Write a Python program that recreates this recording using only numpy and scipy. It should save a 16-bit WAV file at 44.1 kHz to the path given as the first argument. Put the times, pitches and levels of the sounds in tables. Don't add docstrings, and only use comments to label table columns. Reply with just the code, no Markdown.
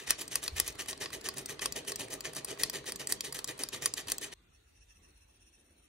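import sys
import numpy as np
from scipy import signal
from scipy.fft import rfft, irfft, next_fast_len
from scipy.io import wavfile
from scipy.ndimage import uniform_filter1d, minimum_filter1d

SR = 44100
rng = np.random.default_rng(int(sys.argv[2]) if len(sys.argv) > 2 else 0)


def to_wav(sig):
    pcm = np.clip(np.atleast_2d(sig), -1, 1) * 32767
    pcm = np.round(pcm).astype(np.int16)
    wavfile.write(sys.argv[1], SR, pcm.T)


def voltage_ratio(decibels):
    exponent = np.asarray(decibels, float) / 20
    return 10 ** exponent


N = 259616
T = np.arange(N) / SR
HZ = np.fft.rfftfreq(next_fast_len(N + SR // 2), 1 / SR)

# centre in Hz, width in Hz, level in dB.
CAN_MODES = [(483, 76, 7), (1107, 120, 12), (1890, 200, 10), (2573, 113, 12.5), (3246, 190, 10.5),
             (4673, 130, 2.5), (4737, 220, 8), (5570, 760, 3.5), (5840, 410, 4.5), (8300, 210, 3),
             (8960, 650, 3), (9300, 470, 2)]
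# start in seconds, level in dB, low modes in dB, high modes in dB,
# rise in ms.
LEVER_STOPS = [(0.1064, -21.5, -5, 2.5, 0.32), (0.356, -29, 0, 4.5, 0.42), (0.5997, -24.5, -0.5, 4, 0.4),
               (1.2876, -31, -1, -1.5, 0.34), (1.658, -26.5, -1, -2, 0.35),
               (1.9196, -33.5, -2.5, -4.5, 0.36), (2.6342, -21, -7, -1.5, 1.38), (2.921, -35, -4, -1, 0.38),
               (3.123, -24.5, -5, -0.5, 0.4), (3.6357, -30.5, -4.5, -3, 0.44),
               (3.8585, -23.5, -2.5, 1.5, 0.46), (4.1, -35, -5.5, -1.5, 0.34), (4.119, -27, -1, 5, 0.38)]
SLACK_CLICKS = [(0.279, -47, -12, 6.2, 0.31), (0.724, -56, 1, 4, 0.22), (0.9755, -53, 4, 3.5, 0.29),
                (1.2112, -49.5, -2, 2.8, 0.39), (1.261, -58, -5.5, 4.5, 0.33),
                (1.4589, -41.5, -4.5, 5.8, 0.25), (1.7237, -37, -10, 4.3, 0.26),
                (1.9587, -36.5, -4.5, 3.6, 0.33), (2.2072, -39.5, -2.5, 3.3, 0.31),
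                (2.6982, -35, -6, 2.4, 0.3), (2.9591, -40, -3.5, 4.4, 0.35), (3.0721, -37, -2, 5.6, 0.35),
                (3.2075, -35, -6, 4, 0.3), (3.444, -37.5, -5.5, 6, 0.31), (3.4758, -43.5, -8, 4.7, 0.28),
                (3.688, -40.5, -6, 4, 0.22), (3.9384, -37, -6, 4.8, 0.37), (4.1826, -37.5, -7, 5, 0.27)]
JOINT_TOCKS = [(0.751, -57.5, 13.5, 4, 0.4), (0.8584, -54.5, 13.5, 4.7, 0.4), (1.103, -55, 13.5, 2.9, 0.42),
               (1.339, -54, 13.5, 4.6, 0.35), (1.848, -56.5, 13.5, 3.6, 0.4),
               (2.0803, -57, 13.5, 4.5, 0.37), (2.4552, -65.5, 13.5, 4, 0.4), (2.5733, -60, 20, 1.1, 0.4),
               (2.8384, -60.5, 18, 1.5, 0.4), (4.0702, -52, 13.5, 4, 0.4)]


def unit(x):
    return x / np.sqrt(np.mean(x ** 2) + 1e-20)


def at_hz(points, hz=HZ):
    table_hz, values = np.array(points).T
    return np.interp(np.log(hz + 1), np.log(table_hz + 1), values)


def over_time(points):
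    s, values = np.transpose(points)
    return np.interp(T, s, values)


def filtered(x, response):
    size = 2 * (len(HZ) - 1)
    return irfft(rfft(x, size) * response, size)[..., :N]


def above(hz, order):
    return 1 / (1 + (hz / (HZ + 1)) ** order)


def causal(db):
    cepstrum = irfft(db * np.log(10) / 20)
    cepstrum[len(HZ):] = 0
    cepstrum[1:len(HZ) - 1] *= 2
    return np.exp(rfft(cepstrum))


def bumps(peaks):
    return sum(db / (1 + (2 * (HZ - hz) / width) ** 2) for hz, width, db in peaks)


def drift(rate_hz):
    r = np.exp(-2 * np.pi * rate_hz / SR)
    return unit(signal.lfilter([1], [1, -2 * r, r * r], rng.standard_normal(N + SR))[SR:])


def grains(per_s, spread_db, channels=1):
    shape = (channels, N)
    sizes = voltage_ratio(spread_db * np.minimum(rng.exponential(1, shape), 5)) * rng.choice([-1, 1], shape)
    return unit(sizes * (rng.random(shape) < per_s / SR))


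def ring(clicks, hz, t60_s):
    r, w = voltage_ratio(-60 / (t60_s * SR)), 2 * np.pi * hz / SR
    return signal.lfilter([0, np.sin(w)], [1, -2 * r * np.cos(w), r * r], clicks + 1e-18)


def patchy(x, depth_db, size=256):
    z = signal.stft(x, nperseg=size)[2]
    chance = uniform_filter1d(rng.standard_normal(z.shape[-2:]), size=4, axis=0)
    chance = uniform_filter1d(chance, size=8, axis=1)
    return signal.istft(z * voltage_ratio(depth_db * unit(chance)), nperseg=size)[1][..., :N]


def sweep_force():
    # start in seconds, length in ms, bite in dB, end in dB,
    # treble in dB.
    pull_rows = [(0.061, 36, -40, -36, -7.5), (0.301, 53, -44.5, -44.5, -3.5),
                 (0.553, 31, -41.5, -39.5, -4.5), (0.873, 17, -42, -42.5, 0), (1.119, 21, -45.5, -48.5, 1),
                 (1.356, 28.5, -47.5, -48, 1), (1.607, 41, -39.5, -48, 0), (1.864, 21, -44, -43.5, 1),
                 (2.097, 26, -47, -45, 0), (2.349, 16, -42.5, -43, -2.5), (2.585, 69, -41.5, -52, -3.5),
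                 (2.853, 23, -45, -41.5, -1.5), (3.081, 28, -45.5, -45, 3), (3.338, 42, -42.5, -54, -0.5),
                 (3.583, 32, -45, -46, -2.5), (3.811, 46, -42.5, -48, 1), (4.072, 36, -44, -45, -2),
                 (4.313, 23, -46, -48, -4.5)]
    return_rows = [(-0.04, 71, -42.5, -60, -5.5), (0.175, 28, -46.5, -43.5, -1),
                   (0.414, 35, -44.5, -47, -1.5), (0.624, 43.5, -56.5, -41.5, -2.5),
                   (0.778, 19.3, -44.5, -42.5, -1.5), (0.998, 27, -40, -42, -5),
                   (1.232, 15.4, -49, -38, -5), (1.48, 15.7, -42, -44, -1.5),
                   (1.749, 15, -37.5, -41.5, -3.5), (1.983, 20, -40.5, -41.5, -0.5),
                   (2.238, 21, -39, -45.5, -6.5), (2.467, 31, -47, -41.5, -5), (2.723, 32, -41.5, -43, -4),
                   (2.987, 11, -41.5, -42, -5.5), (3.234, 12.3, -39, -41, -2.5),
                   (3.468, 10.6, -45.5, -39.5, -2), (3.718, 16, -42.5, -40.5, -4),
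                   (3.960, 22, -41, -44.5, -2.5), (4.202, 26, -46.5, -41.5, -1.5)]
    rise_db, fall_db_per_s = 22, 520
    power, bright = np.zeros(N), np.zeros(N)
    for rows, rise_ms in ((pull_rows, 13), (return_rows, 14.5)):
        for s, length_ms, bite_db, end_db, treble_db in rows:
            times = s + np.cumsum([0, rise_ms / 1000, length_ms / 1000, .2])
            levels = [bite_db - rise_db, bite_db, end_db, end_db - .2 * fall_db_per_s]
            gain = voltage_ratio(np.interp(T, times, levels, left=-150))
            power += gain ** 2
            bright += (gain * voltage_ratio(treble_db + 2.0)) ** 2
    return np.sqrt(power), np.sqrt(bright)


def rasp(force, bright):
    # frequency in Hz, level in dB per Hz.
    rasp_tone = [(350, -36), (600, -6), (1420, -13), (1820, -4), (2240, -10), (3040, -6), (5010, -8.5),
                 (5910, -3.5), (8960, -5), (15200, -17), (16500, -27)]
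    # centre in Hz, width in Hz, level in dB.
    mesh_modes = [(1183, 130, 8.5), (1820, 210, 2), (1960, 650, 7), (2476, 120, 9.5), (3030, 290, 8.5),
                  (3770, 230, 6.5), (4620, 570, 5), (4664, 70, 5.5), (5535, 140, 6), (6230, 300, 4.5),
                  (8950, 180, 5.5), (9500, 63, 6), (9450, 200, 1.5)]
    near = grains(6500, spread_db=2.8)[0]
    spread = grains(9000, spread_db=0.5, channels=2)
    near = unit(near + voltage_ratio(-9) * grains(700, spread_db=4.0)[0])
    tone = causal(at_hz(rasp_tone) + bumps(mesh_modes))
    scale = np.sqrt(np.mean(np.abs(tone) ** 2))
    upper = above(6500, 6)
    clumps = voltage_ratio(1.9 * drift(210) + 0.5 * drift(44))

    def coloured(x):
        body = filtered(x * force * clumps, tone * (1 - upper))
        return body + filtered(x * bright * clumps, tone * upper)

    near = patchy(coloured(near), depth_db=2.5)
    spread = filtered(patchy(coloured(spread), depth_db=-2.0), above(1300, 3))
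    return voltage_ratio(2.0) * near / scale, voltage_ratio(-3.5) * spread / scale


def knock(contact, db, rise_ms, note_hz, note_db, snap_ms, strike_db):
    bounce_ms, bounce_db, tail_ms, tail_db = 3.9, -9, 3.2, -17
    strike_ms, crack_ms, crack_db, note_t60_s = 0.018, 0.19, -4, 0.0069
    late, soft, detune = rng.random(3)
    ms = np.arange(contact.shape[1]) * 1000 / SR
    since_ms = ms - bounce_ms * (0.57 + 0.52 * late)
    bounce = voltage_ratio(bounce_db - 10.0 * soft - 1.2 * (db + 42.5))
    bounce = bounce * np.exp(-np.abs(since_ms) / snap_ms) * (since_ms > -.5)
    decay = np.exp(-ms / snap_ms) + bounce + voltage_ratio(tail_db) * np.exp(-ms / tail_ms)
    shape = (1 - np.exp(-ms / max(rise_ms, .05))) * decay
    crack = np.exp(-((ms - .6) / crack_ms) ** 2) * contact
    crack = np.diff(crack, n=2, prepend=np.zeros((2, 2)))
    strike = voltage_ratio(strike_db) * np.exp(-((ms - .3 - rise_ms) / strike_ms) ** 2)
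    burst = shape * contact - strike * [[1], [0]] + voltage_ratio(crack_db) * crack
    burst = burst + voltage_ratio(note_db - 26.5) * ring(burst, note_hz * (0.951 + 0.14 * detune), note_t60_s)
    return burst * voltage_ratio(db + 7.5) / np.sqrt(np.sum(burst[0] ** 2) / (0.0072 * SR))


def knocks():
    padded_stops = [(0.479, -29.5, -1.8, -6, 0.5), (0.9297, -34, -0.93, -19, 0.46),
                    (1.058, -34.5, -0.9, -18, 0.36), (1.489, -45, -1.2, -8, 0.36),
                    (1.5934, -35, -1, -13, 0.35), (3.3897, -32.5, -1.4, -7, 0.38)]
    wire_flicks = [(0.0958, -49.5, 5, 12, 0.44), (0.211, -52.5, 4.4, 14, 0.33), (0.438, -50, 5.9, 14, 0.37),
                   (0.678, -42, 5, 11.7, 0.43), (1.3818, -53, 5, 16.4, 0.46), (2.137, -47.5, 4.2, 11, 0.59),
                   (2.332, -54.5, 11, 9.6, 0.66), (2.349, -51, 6.1, 7.3, 0.4),
                   (2.3649, -47.5, 4.3, 11, 0.44), (2.4465, -45.5, 3.5, 12.5, 0.51),
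                   (3.3244, -43, 7.3, 7.7, 0.4), (3.576, -59, 7.8, 9.3, 0.4)]
    # left-right in dB, wire note in Hz, note in dB, snap in ms,
    # first strike in dB.
    kind_colours = [
        (1.5, 10000, -1.5, 1.9, 7),
        (1.5, 4200, 2, 2.4, 4),
        (0.8, 7990, 9.5, 1.4, 8.5),
        (1.2, 11000, 1.5, 2.3, 4.5),
        (-1.5, 8300, 1, 2.2, 3),
    ]
    # start in seconds, level in dB.
    thread_catches = [(0.3157, -58.5), (0.5666, -48), (0.888, -46), (1.0031, -54), (1.2426, -51),
                      (1.376, -56), (1.6182, -57), (1.7603, -48), (1.8824, -44), (1.9963, -48),
                      (2.104, -53), (2.2478, -50), (2.588, -53), (2.7322, -49), (2.858, -52), (2.9952, -56),
                      (3.2455, -54), (3.3458, -47), (3.592, -46), (3.732, -51), (3.823, -51), (4.0834, -45),
                      (4.2133, -49.5)]
    # low modes in dB, high modes in dB, rise in ms, left-right in dB, wire note in Hz,
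    # note in dB, snap in ms, first strike in dB.
    catch_colour = (2.5, 5, -0.2, 3, 8998.5, -0.5, 0.5, 2.5)
    # frequency in Hz, level in dB per Hz.
    knock_tone = [(180, -46), (300, -10.5), (1900, -10), (3000, -13.5), (4700, -1.5), (6200, -8.5),
                  (6900, -6.5), (8000, -6), (9400, -2.5), (11800, -11.5), (13700, -11), (16000, -16.5),
                  (17000, -41.5)]
    kinds = (LEVER_STOPS, padded_stops, SLACK_CLICKS, wire_flicks, JOINT_TOCKS)
    rows = [row + colour for kind, colour in zip(kinds, kind_colours) for row in kind]
    rows += [row + catch_colour for row in thread_catches]
    contact = grains(16000, spread_db=1.5, channels=2)
    groups = np.zeros((3, 2, N))
    apart = voltage_ratio(-7) * np.outer([1, 1, 0], [1, -1])[..., None]
    for s, db, low_db, high_db, rise_ms, pan_db, *colour in rows:
        start = int(s * SR) - 12
        at = slice(start, start + SR // 25)
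        burst = knock(contact[:, at], db, rise_ms, *colour)
        gains = voltage_ratio(np.add.outer([low_db + 0.5, 0, high_db], [pan_db / 4, -pan_db / 4]))
        groups[:, :, at] += gains[..., None] * (burst[0] + apart * burst[1])
    tone = causal(at_hz(knock_tone) + bumps(CAN_MODES))
    low, high = 1 / (1 + (HZ / 2300) ** 4), above(6500, 6)
    return sum(filtered(g, tone * part) for g, part in zip(groups, (low, 1 - low - high, high)))


def cavity(force):
    # time in seconds, level in dB.
    flour_levels = [(0.0, -62.5), (0.3, -60.5), (0.6, -61.5), (0.9, -58.5), (1.15, -55.5), (1.45, -54.5),
                    (1.75, -54), (2.05, -55), (2.3, -55.5), (2.6, -55.5), (2.85, -57), (3.1, -57),
                    (3.35, -58), (3.6, -60.5), (3.85, -58), (4.15, -59.5), (4.34, -61.5)]
    # frequency in Hz, level in dB per Hz.
    cavity_tone = [(60, -25), (135, -1), (190, -11), (310, -2), (410, 1), (510, -1.5), (650, -14),
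                   (900, -13), (1500, -34.5)]
    follow = signal.lfilter([.005], [1, -.995], force / np.median(force)) ** 0.42
    noise = grains(3000, spread_db=2.2)[0] * follow * voltage_ratio(1.5 * drift(30))
    tone = causal(at_hz(cavity_tone) + bumps([(640, 39, 12)]))
    return voltage_ratio(over_time(flour_levels) + 4.0) * unit(filtered(noise, tone))


def lurches():
    thud_hz, t60_s, thud_db, follows = 261, 0.049, -45, 0.44
    out = np.zeros(N)
    for s, knock_db, *_ in JOINT_TOCKS + SLACK_CLICKS:
        detune, soft = rng.random(2)
        push_db = thud_db + follows * (knock_db + 44.5) - 9.9 * soft
        push = voltage_ratio(push_db) * (np.arange(SR // 8) == 0)
        start = int(s * SR)
        out[start:start + SR // 8] += ring(push, thud_hz * (.8 + 0.48 * detune), t60_s)
    return signal.lfilter([.04], [1, -.96], out)


def thumps():
    # start in seconds, level in dB, frequency in Hz, t60 in seconds.
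    table_bumps = [
        (0.519, -41, 81, 0.34),
        (0.543, -47, 62.5, 0.11),
        (0.629, -48, 51.5, 0.24),
    ]
    out = np.zeros(N)
    for s, db, hz, t60_s in table_bumps:
        click = 1.0 * (np.arange(N) == int(s * SR))
        out += voltage_ratio(db) * ring(click, hz, t60_s)
    return uniform_filter1d(out, size=150)


def sugar():
    # time in seconds, level in dB.
    spurts = [(4.551, -75.5), (4.689, -81), (4.767, -75.5), (4.823, -72), (4.908, -68), (4.967, -74),
              (5.045, -71), (5.095, -76.5), (5.172, -77.5), (5.224, -74), (5.3, -79), (5.355, -78),
              (5.422, -73.5), (5.475, -72.5), (5.547, -73), (5.6, -78.5), (5.662, -83), (5.715, -83),
              (5.789, -83), (5.842, -81)]
    # centre in Hz, width in Hz, level in dB.
    glass_modes = [(1780, 240, -4.5), (2660, 140, 6), (5660, 290, 4), (6420, 710, -8.5), (9320, 560, -0.7),
                   (13850, 410, -12.5), (15500, 430, -25), (9590, 210, 1.5)]
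    coarse_ms, fine_ms = 21.4, 24.4
    coarse = fine = voltage_ratio(-89.5) * np.clip((T - 4.48) / 0.037, 0, 1)
    for s, db in spurts:
        since_ms = (T - s) * 1000
        fine_db = -1 + 7 * (s - 5) - .7 * (db + 73.5)
        coarse = np.hypot(coarse, voltage_ratio(db) * np.exp(-(since_ms / coarse_ms) ** 2))
        fine = np.hypot(fine, voltage_ratio(db + fine_db) * np.exp(-np.abs(since_ms / fine_ms) ** 3))
    tone = 0
    for k, (hz, width_hz, db) in enumerate(glass_modes):
        tone = tone + voltage_ratio(db) * (-1) ** k / (1 + 1.3j * (HZ - hz) / width_hz) ** 2
    upper = above(7800, 8)
    scale = np.sqrt(np.mean(np.abs(tone * (1 - upper)) ** 2))
    patter = grains(6000, spread_db=3.5, channels=2)
    crystals = filtered(patter * coarse, tone * (1 - upper)) + filtered(patter * fine, tone * upper)
    return voltage_ratio(6.0) * crystals / scale


def stirring():
    # start in seconds, length in seconds, level in dB.
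    hand_moves = [
        (4.389, 0.09, -82),
        (4.998, 0.12, -77.5),
        (5.314, 0.21, -81.5),
        (5.577, 0.23, -75.5),
    ]
    edge_ms, level = 32, voltage_ratio(-82.5)
    for s, length_s, db in hand_moves:
        inside_s = np.minimum(T - s, s + length_s - T)
        level = level + voltage_ratio(db) * np.clip(inside_s * 1000 / edge_ms + 1, 0, 1) ** 2
    return level * unit(filtered(rng.standard_normal(N), 1 / (1 + 2j * (HZ - 290) / 160)))


def ports(x):
    # frequency in Hz, left lead in radians.
    port_phase = [(60, 0.05), (300, 0.15), (600, 1.4), (860, 0.1), (1210, 1.1), (1460, -0.1), (2150, -0.9),
                  (2930, -1.4), (3790, 0.2), (5000, -2.0), (5600, -0.9), (8530, -1.3), (12700, -1.4),
                  (16000, -1.6)]
    # frequency in Hz, left-right in dB.
    port_balance = [(60, -0.5), (150, 0.5), (380, -3), (950, -1), (2380, 1), (5980, 1.0), (15000, -1.5)]
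    half = voltage_ratio(at_hz(port_balance) / 2) * np.exp(.5j * at_hz(port_phase))
    return filtered(x * np.ones((2, 1)), np.array([half, 1 / half]))


def kitchen(x):
    # frequency in Hz, t60 in seconds.
    room_t60 = [(100, 1), (700, 0.66), (1400, 0.27), (3000, 0.35), (5500, 0.28), (7500, 0.11), (10000, 0.1),
                (16000, 0.03)]
    first_ms, alike_hz = 4, 700
    t, tail = np.arange(SR // 3) / SR, 0
    for low_hz in 80 * 2 ** np.arange(0, 8, .5):
        high_hz = min(np.sqrt(2) * low_hz, .45 * SR)
        band = signal.butter(2, [low_hz, high_hz], "band", fs=SR, output="sos")
        mid, side = rng.standard_normal((2, len(t)))
        unlike = 1 / (1 + (alike_hz / low_hz) ** 2)
        both = mid * np.sqrt(1 - unlike / 2) + side * np.sqrt(unlike / 2) * [[1], [-1]]
        tail = tail + signal.sosfilt(band, both) * voltage_ratio(-60 * t / at_hz(room_t60, 1.22 * low_hz))
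    tail = tail * np.clip(t * 1000 / first_ms, 0, 1) ** 2
    tail = tail / np.sqrt(np.sum(tail ** 2) / 2)
    return signal.fftconvolve(x * np.ones((2, 1)), tail, axes=1)[:, :N]


def table_shake():
    shake_db, shake_ms, lag_ms = -37, 34, 7.1
    power = 0
    for s, db, *_ in LEVER_STOPS:
        since_ms = (T - s) * 1000 - lag_ms
        power = power + voltage_ratio(db + shake_db) ** 2 * np.exp(-2 * (since_ms / shake_ms) ** 2)
    return np.sqrt(power)


def air(first):
    # frequency in Hz, level in dB per Hz.
    hiss_tone = [(60, -41.5), (100, -13), (300, -19.5), (500, -19), (900, -19), (1600, -24), (4300, -23.5),
                 (5250, -37), (5700, -31), (8000, -32), (10200, -38), (12000, -44.5), (14000, -45.5),
                 (15700, -45)]
    # frequency in Hz, left-right likeness from -1 to 1.
    hiss_likeness = [(60, 0.44), (180, 0.93), (550, -0.99), (1650, 0.21), (4970, -0.22), (15000, 0.9)]
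    # centre in Hz, width in Hz, level in dB.
    still_bands = [(900, 630, -5.5), (4700, 1600, -2)]
    # time in seconds, level in dB.
    rumble_levels = [(0.0, -74), (0.48, -61), (0.53, -46), (0.8, -60.5), (1.3, -63), (4.3, -66),
                     (4.45, -67.5), (4.93, -62), (5.6, -69)]
    # frequency in Hz, level in dB per Hz.
    rumble_tone = [(15, -40), (30, -16), (48, 1.5), (80, -3.5), (110, -12), (200, -39.5)]
    mid, side, low = rng.standard_normal((3, N))
    alike, tone = np.clip(at_hz(hiss_likeness), -.99, .99), voltage_ratio(at_hz(hiss_tone))
    hiss = filtered(mid, tone * np.sqrt(1 + alike))
    hiss = hiss + filtered(side, tone * np.sqrt(1 - alike)) * [[1], [-1]]
    hiss = first * hiss + (1 - first) * filtered(hiss, voltage_ratio(bumps(still_bands)))
    hiss = voltage_ratio(-70 + 13.25 * first) * unit(patchy(hiss, depth_db=4.0, size=1024))
    rumble = unit(filtered(low, voltage_ratio(at_hz(rumble_tone))))
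    return hiss + np.hypot(voltage_ratio(over_time(rumble_levels) - 2.5), table_shake()) * rumble


def scene():
    # time in seconds, top treble in dB.
    treble_lift = [(0.0, 2), (0.75, 3), (1.0, 1.5), (2.4, 1.5), (2.6, 2), (4.3, 2)]
    force, bright = sweep_force()
    near, spread = rasp(force, bright)
    hits, hollow = knocks(), cavity(force)
    slumps = voltage_ratio(-14.0) * filtered(cavity(force), above(520, 6)) * [[1], [-1]]
    sifter = ports(near + hollow + lurches()) + slumps + spread + ports(hits) + thumps()
    sifter = sifter + (voltage_ratio(over_time(treble_lift)) - 1) * filtered(sifter, above(10500, 12))
    flat_hits = filtered(hits.mean(axis=0), causal(-1.25 * bumps(CAN_MODES)) * above(800, 4))
    room = voltage_ratio(-14.5) * kitchen(near + voltage_ratio(-1.5) * hollow)
    room = room + voltage_ratio(-13) * patchy(kitchen(flat_hits), depth_db=3.5)
    first = np.clip((4.3405 - T) / 0.004, 0, 1)
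    return first * (sifter + room) + (1 - first) * (sugar() + stirring()) + air(first)


def drop_unheard(x):
    # frequency in Hz, quietest kept level in dB.
    quietest_kept = [(500, -115), (4500, -107), (5000, -98.5), (5400, -100), (5900, -106), (7300, -103.5),
                     (9500, -110), (10300, -103), (11500, -106), (12500, -109), (15600, -107), (16000, -66),
                     (17000, -63)]
    # frequency in Hz, limit in dB relative to the whole sound.
    masked_limit = [(500, -75), (4000, -59.5), (5200, -46), (6000, -52), (7000, -45), (10000, -58),
                    (11200, -44), (12300, -37), (13500, -39), (15500, -39)]
    size, count, doubt_db = 512, 3, 4.5
    hz, _, z = signal.stft(x, SR, nperseg=size)
    power = np.add.reduceat(np.abs(z) ** 2, np.arange(0, len(hz), count), axis=1)
    level = 10 * np.log10(uniform_filter1d(power / count, size=3, axis=2) + 1e-20)
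    whole = 10 * np.log10(power.sum(axis=(0, 1)) / 2 + 1e-20)
    ahead = -minimum_filter1d(-whole, size=3, origin=-1)
    centre_hz = hz[::count, None] + 100
    doubt = uniform_filter1d(rng.standard_normal(level.shape[1:]), size=17, axis=1)
    limit = np.maximum(at_hz(quietest_kept, centre_hz), ahead + at_hz(masked_limit, centre_hz))
    limit = limit + doubt_db * unit(doubt)
    keep = np.clip(level.mean(axis=0) - limit + .5, .01, 1)
    return signal.istft(z * np.repeat(keep, count, axis=0)[:len(hz)], SR, nperseg=size)[1][:, :N]


def top_cut(x):
    return signal.sosfilt(signal.butter(12, 16970, fs=SR, output="sos"), x)


def record(dry):
    thinned = drop_unheard(dry)
    return top_cut(thinned)


dry = scene()
out = record(dry)
to_wav(out)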